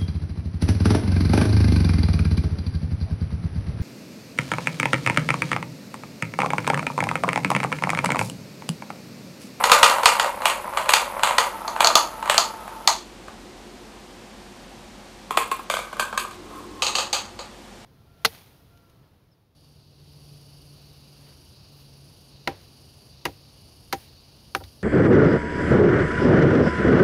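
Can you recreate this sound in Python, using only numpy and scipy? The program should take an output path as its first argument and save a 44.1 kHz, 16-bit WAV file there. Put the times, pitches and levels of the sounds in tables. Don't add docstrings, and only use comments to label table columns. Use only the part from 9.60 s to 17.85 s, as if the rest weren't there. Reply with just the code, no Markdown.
import sys
import numpy as np
from scipy import signal
from scipy.fft import rfft, irfft
from scipy.io import wavfile
from scipy.ndimage import uniform_filter1d

SR = 44100
rng = np.random.default_rng(int(sys.argv[2]) if len(sys.argv) > 2 else 0)


def transcribe(signal):
    frames = np.atleast_2d(signal).T
    limited = np.clip(frames, -1, 1)
    pcm = np.round(limited * 32767).astype(np.int16)
    wavfile.write(sys.argv[1], SR, pcm)


N = 363808
TIME_S = np.arange(N) / SR

# pitch_hz, level_db
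YARD_SPECTRUM = [(35, -23), (60, -6), (70, -11), (92, -7.5), (171, -9), (205, 0), (328, -10), (358, 1),
                 (401, -12), (524, -7.5), (655, -11.5), (716, -7.5), (1310, -15.5), (4370, -20),
                 (12500, -31.5), (16200, -64), (22000, -120)]
# pitch_hz, width_hz, level_db
RUMBLE_MODES = [(42, 12, 1.4), (205, 46, -0.63)]
ZIGZAG_MODES = [(262, 190, -20), (569, 138, 0.5), (950, 370, 1.5), (970, 140, -6), (1350, 86, -6.5),
                (2140, 1160, -10), (4300, 1500, -27), (8700, 2100, -21), (10080, 190, -4.5)]
CORNER_MODES = [(518, 200, -6), (710, 72, -9), (977, 435, 3), (1243, 104, 2.5), (1407, 330, -0.5),
                (1938, 81, -3), (2430, 2500, -11.5), (2800, 600, -12), (3560, 850, -13.5),
                (4320, 1300, -13), (6660, 1500, -16.5), (8170, 2700, -18), (9600, 1700, -23)]
RAIL_MODES = [(584, 127, -6.5), (917, 1150, -13.5), (1033, 570, -2), (1570, 380, -10.5), (2380, 1500, -9.5),
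              (2760, 720, -6), (3290, 480, -10.5), (4100, 1070, -11.5), (6670, 1500, -17),
              (8130, 1900, -14), (10130, 1500, -16.5)]
BOTTOM_TRACK_MODES = [(318, 27, -7.5), (660, 480, -8), (894, 68, 3), (1030, 600, -8), (1300, 92, -4),
                      (2100, 2100, -18.5), (7040, 4100, -32), (10020, 610, -14.5)]
BALL_MODES = [(473, 310, -18.5), (677, 104, -3.5), (916, 230, -2.5), (1220, 280, -2.7), (1850, 940, -15),
              (2960, 1500, -11), (3460, 170, -5), (4394, 840, -1), (6580, 1100, -5.5), (7665, 1600, -16.5),
              (9930, 1000, -16.5)]
DRONE_MODES = [(306, 44, -8.5), (357, 18, -3.5), (420, 82, -13.5)]
LEVER_MODES = [(466, 350, -13.5), (850, 480, -10.5), (1070, 81, 6), (1260, 170, -5), (1630, 150, -15),
               (2050, 500, -25), (2620, 550, -18.5), (3380, 730, -21.5), (4380, 860, -26.5),
               (6667, 1400, -34), (8200, 3600, -24), (9980, 120, -11)]
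CUP_MODES = [(600, 215, -3), (1030, 420, -4.5), (1180, 210, -2.5), (1537, 160, -2.5), (2310, 435, -11),
             (3180, 1200, -12), (4527, 820, -18), (6300, 1164, -21), (7790, 1800, -17.5), (9740, 960, -17)]
STOP_MODES = [(600, 400, -9.5), (1083, 300, -0.5), (1223, 61, 1.5), (1574, 210, -4), (2450, 620, -13),
              (3179, 870, -13), (4340, 1040, -16), (6530, 970, -20.0), (8000, 1900, -18),
              (9750, 640, -16.5)]
PAWL_MODES = [(546, 180, -4), (883, 350, -2), (1204, 160, -1), (1700, 1800, -12), (2620, 340, -3),
              (3050, 740, -5.5), (4020, 860, -3), (4520, 670, -3.5), (6670, 1220, -5), (8180, 640, -12),
              (10040, 1000, -21)]
# pitch_hz, level_db
FRAME_TONES = [(464, 2), (555, -12), (656, -16), (779, -0.5), (887, 0), (980, -0.5), (1190, 0), (1520, -1),
               (1882, 5.5), (1950, -4.5), (2127, 4), (2285, 2.5), (2415, 4.5), (2743, -3), (3576, -1),
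               (4248, -22), (6056, -5), (6785, 9)]
# start_s, end_s, force_db, change_db_per_s
ZIGZAG_STRETCHES = [(0.0, 0.7, -21.5, -11.5), (0.7, 1.87, -32.5, 1.5)]
BOTTOM_STRETCHES = [(1.85, 3.3, -34, -5)]
# start_s, level_db, treble_db
CORNER_HITS = [(0.039, -15.5, -3), (0.096, -17, -8), (0.117, -8.5, -1.5), (0.23, -8, -0.6),
               (0.297, -22, -0.5), (0.433, -20.5, -7.5), (0.457, -10.5, 0.5), (0.597, -18.5, -1),
               (1.336, -16.5, 4.5), (1.782, -15, -1)]
BALL_HITS = [(2.078, -25, -5), (2.245, -13.5, 0), (2.271, -24, 11.5), (2.354, -10.5, 2), (2.779, -15, 4.5),
             (3.275, -15, 5.5)]
LEVER_HITS = [(5.707, -24, -10), (5.772, -15.5, -4.5), (5.914, -21, -9), (5.991, -32.5, -19)]
CUP_HITS = [(6.099, -22, -3.5), (6.328, -33.5, -10.5)]
PAWL_HITS = [(7.221, -22, 5.7), (7.266, -27, 8.3), (7.352, -25, 8.4), (7.384, -24, 4), (7.529, -23.5, 6.5),
             (7.79, -33, -0.5)]
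# start_s, level_db, treble_db, favoured_hz
STOP_HITS = [(6.396, -21, -3.5, 1550), (6.527, -29, -14, 1260), (6.576, -21.5, -3, 1140),
             (6.649, -31, -19, 1050), (6.71, -42, -3.5, 1130)]
# start_s, level_db
SIDE_HITS = [(0.312, -17), (0.383, -21), (0.552, -23), (0.644, -20.5), (0.659, -26), (1.708, -18),
             (2.301, -19), (2.626, -25.5), (2.675, -24.5), (3.077, -34.5), (3.681, -36.5)]
# landing_s, level_db, treble_db, flight_before_s, flight_after_s
JOINT_HOPS = [(0.855, -14, -1.5, 0.036, 0.042), (1.172, -18, -6.5, 0.037, .011),
              (1.291, -15, -1.5, .033, 0.03), (1.633, -13.5, -3.5, .04, 0.039),
              (2.205, -12, -5, .043, .022), (2.697, -14, -2, .04, 0.046)]
# middle_s, level_db, half_length_s
LOW_DRONE_SWELLS = [(3.93, -51, 0.55), (7.1, -43.5, 0.28)]
PIVOT_SWELLS = [(5.85, -52, .08), (6.48, -45, 0.15), (6.97, -41.5, 0.066), (7.2, -48, 0.058)]
LOW_HUM_SWELLS = [(7.35, -54, .5)]

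RING_SAMPLES = 16384


def amp(db):
    return 10 ** (np.asarray(db) / 20)


def unit(x):
    return x / np.sqrt(np.mean(x ** 2) + 1e-20)


def response(modes, size):
    f = np.fft.rfftfreq(size, 1 / SR) + 1
    power = sum(amp(db) ** 2 / (1 + ((f * f - hz * hz) / (f * width)) ** 2) ** 2
                for hz, width, db in modes)
    cepstrum = irfft(np.log(power + 1e-9) / 2)
    cepstrum[1:size // 2] *= 2
    cepstrum[size // 2 + 1:] = 0
    return np.exp(rfft(cepstrum))


def resonate(force, modes):
    return unit(signal.oaconvolve(force, irfft(response(modes, RING_SAMPLES)))[:N])


def swells(rows):
    return sum(amp(db) * np.exp(-((TIME_S - s) / half_s) ** 2 / 2) for s, db, half_s in rows)


def yard():
    f = np.fft.rfftfreq(N, 1 / SR)
    hz, db = np.transpose(YARD_SPECTRUM)
    colour = amp(np.interp(np.log(f + 1), np.log(hz), db))
    wash = unit(irfft(rfft(rng.standard_normal(N)) * colour, N))
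    rumble = resonate(rng.standard_normal(N), RUMBLE_MODES)
    hum_hz = 47 + 1.38 * unit(uniform_filter1d(rng.standard_normal(N), size=5000))
    hum = np.sin(2 * np.pi * np.cumsum(hum_hz) / SR)
    return amp(-44.5) * wash + amp(-58) * rumble + amp(-52) * hum


def wood_grain(force, modes, gain_db, bumps_per_s, spread_db, hiss, soft_hz=1700):
    bumps = (rng.random(N) < bumps_per_s / SR) * amp(spread_db * np.minimum(rng.exponential(1, N), 2))
    bumps = unit(bumps * rng.choice([-1, 1], N))
    soft_bumps = signal.sosfilt(signal.butter(3, soft_hz, fs=SR, output="sos"), bumps)
    return amp(gain_db) * force * resonate(soft_bumps + hiss * rng.standard_normal(N), modes)


def roll_force(stretches, knocks, edge_s=0.032, wobble_db=-15, wobble_s=0.66):
    power = np.zeros(N)
    for start, end, db, db_per_s in stretches:
        on_track = np.clip(np.minimum(TIME_S - start, end - TIME_S) / edge_s + 1, 0, 1)
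        power += on_track * amp(db + db_per_s * (TIME_S - start)) ** 2
    for s, db, _ in knocks:
        power += (TIME_S > s) * amp(db + wobble_db - 60 * abs(TIME_S - s) / wobble_s) ** 2
    return np.sqrt(power)


def zigzag_roll():
    force = roll_force(ZIGZAG_STRETCHES, CORNER_HITS)
    return wood_grain(force, ZIGZAG_MODES, gain_db=-0.5, bumps_per_s=230, spread_db=4.5, hiss=0.41)


def blows(rows, modes, gain_db, ring_db, high_ring_db, ring_s, high_ring_s, tilt_db, contact_s,
          bend_s, thud_db, tones_db, alike, spot_db=2.0, split_hz=1800, crack_hz=8500):
    t, f = np.arange(RING_SAMPLES) / SR, np.fft.rfftfreq(RING_SAMPLES, 1 / SR)
    body = response(modes, RING_SAMPLES) * np.exp(-4j * np.pi * bend_s * np.sqrt(1e3 * (f + 97.0)))
    low = 1 / (1 + (f / split_hz) ** 8)
    octaves_up = np.log2(np.maximum(f / split_hz, 1))
    high = (1 - low) * amp(tilt_db * octaves_up)
    tones = sum(amp(tones_db + db) * np.sin(2 * np.pi * (hz * t + rng.random()))
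                for hz, db in FRAME_TONES)
    shared_paths = rng.standard_normal(RING_SAMPLES)
    thud = amp(thud_db) * np.sin(2 * np.pi * 115 * t) * np.exp(-t / 0.0051)
    fade = np.clip((0.34 - t) / 0.08, 0, 1)
    onset = round(0.015 * SR)
    out = np.zeros(N + RING_SAMPLES)
    for s, db, treble_db, *favoured in rows:
        own_paths, grit, lumps = rng.standard_normal((3, RING_SAMPLES))
        chatter = amp(1.5 * unit(uniform_filter1d(lumps, size=160)))
        paths = (alike * shared_paths + np.sqrt(1 - alike ** 2) * own_paths) * chatter + tones
        burst = rfft(grit * (t / contact_s) * np.exp(-(t / contact_s) ** 2 / 2))
        crack = burst / np.sqrt(uniform_filter1d(abs(burst) ** 2, size=200) + 1e-12)
        crack /= np.sqrt(1 + (f / crack_hz) ** 4)
        spot = amp(spot_db * np.cos(np.sqrt(f) * rng.uniform(0.232, 0.702) + 2 * np.pi * rng.random()))
        for hz in favoured:
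            spot *= amp(6 * np.exp(-(np.log2((f + 1) / hz) / 0.14) ** 2))
        ring_loss_db = 0.22 * max(treble_db, 0)
        bands = (low, 0, ring_db, ring_s), (high, treble_db, high_ring_db - ring_loss_db, high_ring_s)
        sound = thud.copy()
        for band, band_db, tail_db, decay_s in bands:
            ring = paths * amp(-60 * t / decay_s) * (1 - np.exp(-t / 0.00068))
            tail = amp(tail_db) * rfft(ring / np.linalg.norm(ring))
            part = irfft((crack + tail) * body * spot * band)
            sound += amp(band_db) * part / np.sqrt(np.mean(part[:onset] ** 2))
        start = max(round((s - contact_s / 2) * SR), 0)
        out[start:start + RING_SAMPLES] += amp(db) * sound * fade
    return amp(gain_db) * out[:N]


def bouncing(rows, flight_s, flight_ratio, loss_db, rebounds, dulling=0.49):
    hits = []
    for s, db, treble_db in rows:
        for k in range(rebounds + 1):
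            hits.append((s, db - k * loss_db, treble_db - k * loss_db * dulling))
            s += flight_s * flight_ratio ** k
    return hits


def corner_drops():
    hits = bouncing(CORNER_HITS, flight_s=0.031, flight_ratio=1.0, loss_db=10, rebounds=2)
    return blows(hits, CORNER_MODES, gain_db=0, ring_db=-1, high_ring_db=0,
                 ring_s=0.35, high_ring_s=0.31, tilt_db=-0.2, contact_s=0.002, bend_s=0.001175,
                 thud_db=-25, tones_db=-22.5, alike=0.92)


def rail_knocks():
    hits = [(s, db, -13) for s, db in SIDE_HITS]
    for s, db, treble_db, before_s, after_s in JOINT_HOPS:
        trip = (s - before_s, db - 13, treble_db - 8.5)
        graze = (s - 0.007, db - 16, treble_db - 8.5)
        landing = bouncing([(s, db, treble_db)], after_s, flight_ratio=0.54, loss_db=7, rebounds=2)
        hits += [trip, graze, *landing]
    return blows(hits, RAIL_MODES, gain_db=-2, ring_db=-1.5, high_ring_db=0.5,
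                 ring_s=0.38, high_ring_s=0.31, tilt_db=0.6, contact_s=0.0016, bend_s=0.0016,
                 thud_db=-23, tones_db=-24, alike=0.79)


def bottom_roll():
    force = roll_force(BOTTOM_STRETCHES, BALL_HITS[:-1])
    return wood_grain(force, BOTTOM_TRACK_MODES, gain_db=0.5, bumps_per_s=280, spread_db=2.5, hiss=0.61)


def ball_clacks():
    return blows(BALL_HITS, BALL_MODES, gain_db=-1.5, ring_db=4.5, high_ring_db=-3,
                 ring_s=0.26, high_ring_s=0.28, tilt_db=-0.1, contact_s=0.0015, bend_s=0.00141,
                 thud_db=-23, tones_db=-27.5, alike=0.39)


def low_drone():
    return swells(LOW_DRONE_SWELLS) * resonate(rng.standard_normal(N), DRONE_MODES)


def lever_knocks():
    return blows(LEVER_HITS, LEVER_MODES, gain_db=0, ring_db=-5, high_ring_db=-0.5,
                 ring_s=0.35, high_ring_s=0.3, tilt_db=-3.9, contact_s=0.00184, bend_s=0.00193,
                 thud_db=-30, tones_db=-22.5, alike=0.45, spot_db=1.5)


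def pivot_rub():
    force = swells(PIVOT_SWELLS)
    return wood_grain(force, LEVER_MODES, gain_db=1, bumps_per_s=1400, spread_db=4, hiss=0.73)


def cup_bounces():
    hits = bouncing(CUP_HITS, flight_s=0.039, flight_ratio=0.75, loss_db=3, rebounds=3)
    return blows(hits, CUP_MODES, gain_db=-0.5, ring_db=-3.5, high_ring_db=3.5,
                 ring_s=0.52, high_ring_s=0.33, tilt_db=-1, contact_s=0.0015, bend_s=0.00162,
                 thud_db=-27, tones_db=-22, alike=0.49)


def stop_knocks():
    return blows(STOP_HITS, STOP_MODES, gain_db=-0.5, ring_db=-1.5, high_ring_db=3,
                 ring_s=0.32, high_ring_s=0.28, tilt_db=-1.1, contact_s=0.0015, bend_s=0.00127,
                 thud_db=-29, tones_db=-23.5, alike=0.53)


def low_hum(pitch_hz=91.5):
    return swells(LOW_HUM_SWELLS) * np.sqrt(2) * np.sin(2 * np.pi * pitch_hz * TIME_S)


def pawl_clicks():
    return blows(PAWL_HITS, PAWL_MODES, gain_db=-3.5, ring_db=7.5, high_ring_db=7,
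                 ring_s=0.43, high_ring_s=0.3, tilt_db=0.1, contact_s=0.0018, bend_s=0.001384,
                 thud_db=-24, tones_db=-49, alike=0.86)


def scene():
    mix = yard() + low_drone() + low_hum()
    mix += corner_drops() + rail_knocks() + ball_clacks()
    mix += lever_knocks() + cup_bounces() + stop_knocks() + pawl_clicks()
    mix += zigzag_roll() + bottom_roll() + pivot_rub()
    return mix[None]


def lowpass(x, hz):
    return signal.oaconvolve(x, signal.firwin(201, hz, window=("kaiser", 7), fs=SR), "same")


def record(dry, mirror_db=-1, ceiling=1.0):
    sound = lowpass(dry[0], hz=10500)
    mirror = sound * np.cos(np.pi * np.arange(N))
    sound = lowpass(sound + amp(mirror_db) * mirror, hz=12600)
    overloaded = np.clip(sound, -ceiling, ceiling)
    return lowpass(overloaded, hz=16300)[None]


dry = scene()
out = record(dry)
transcribe(out)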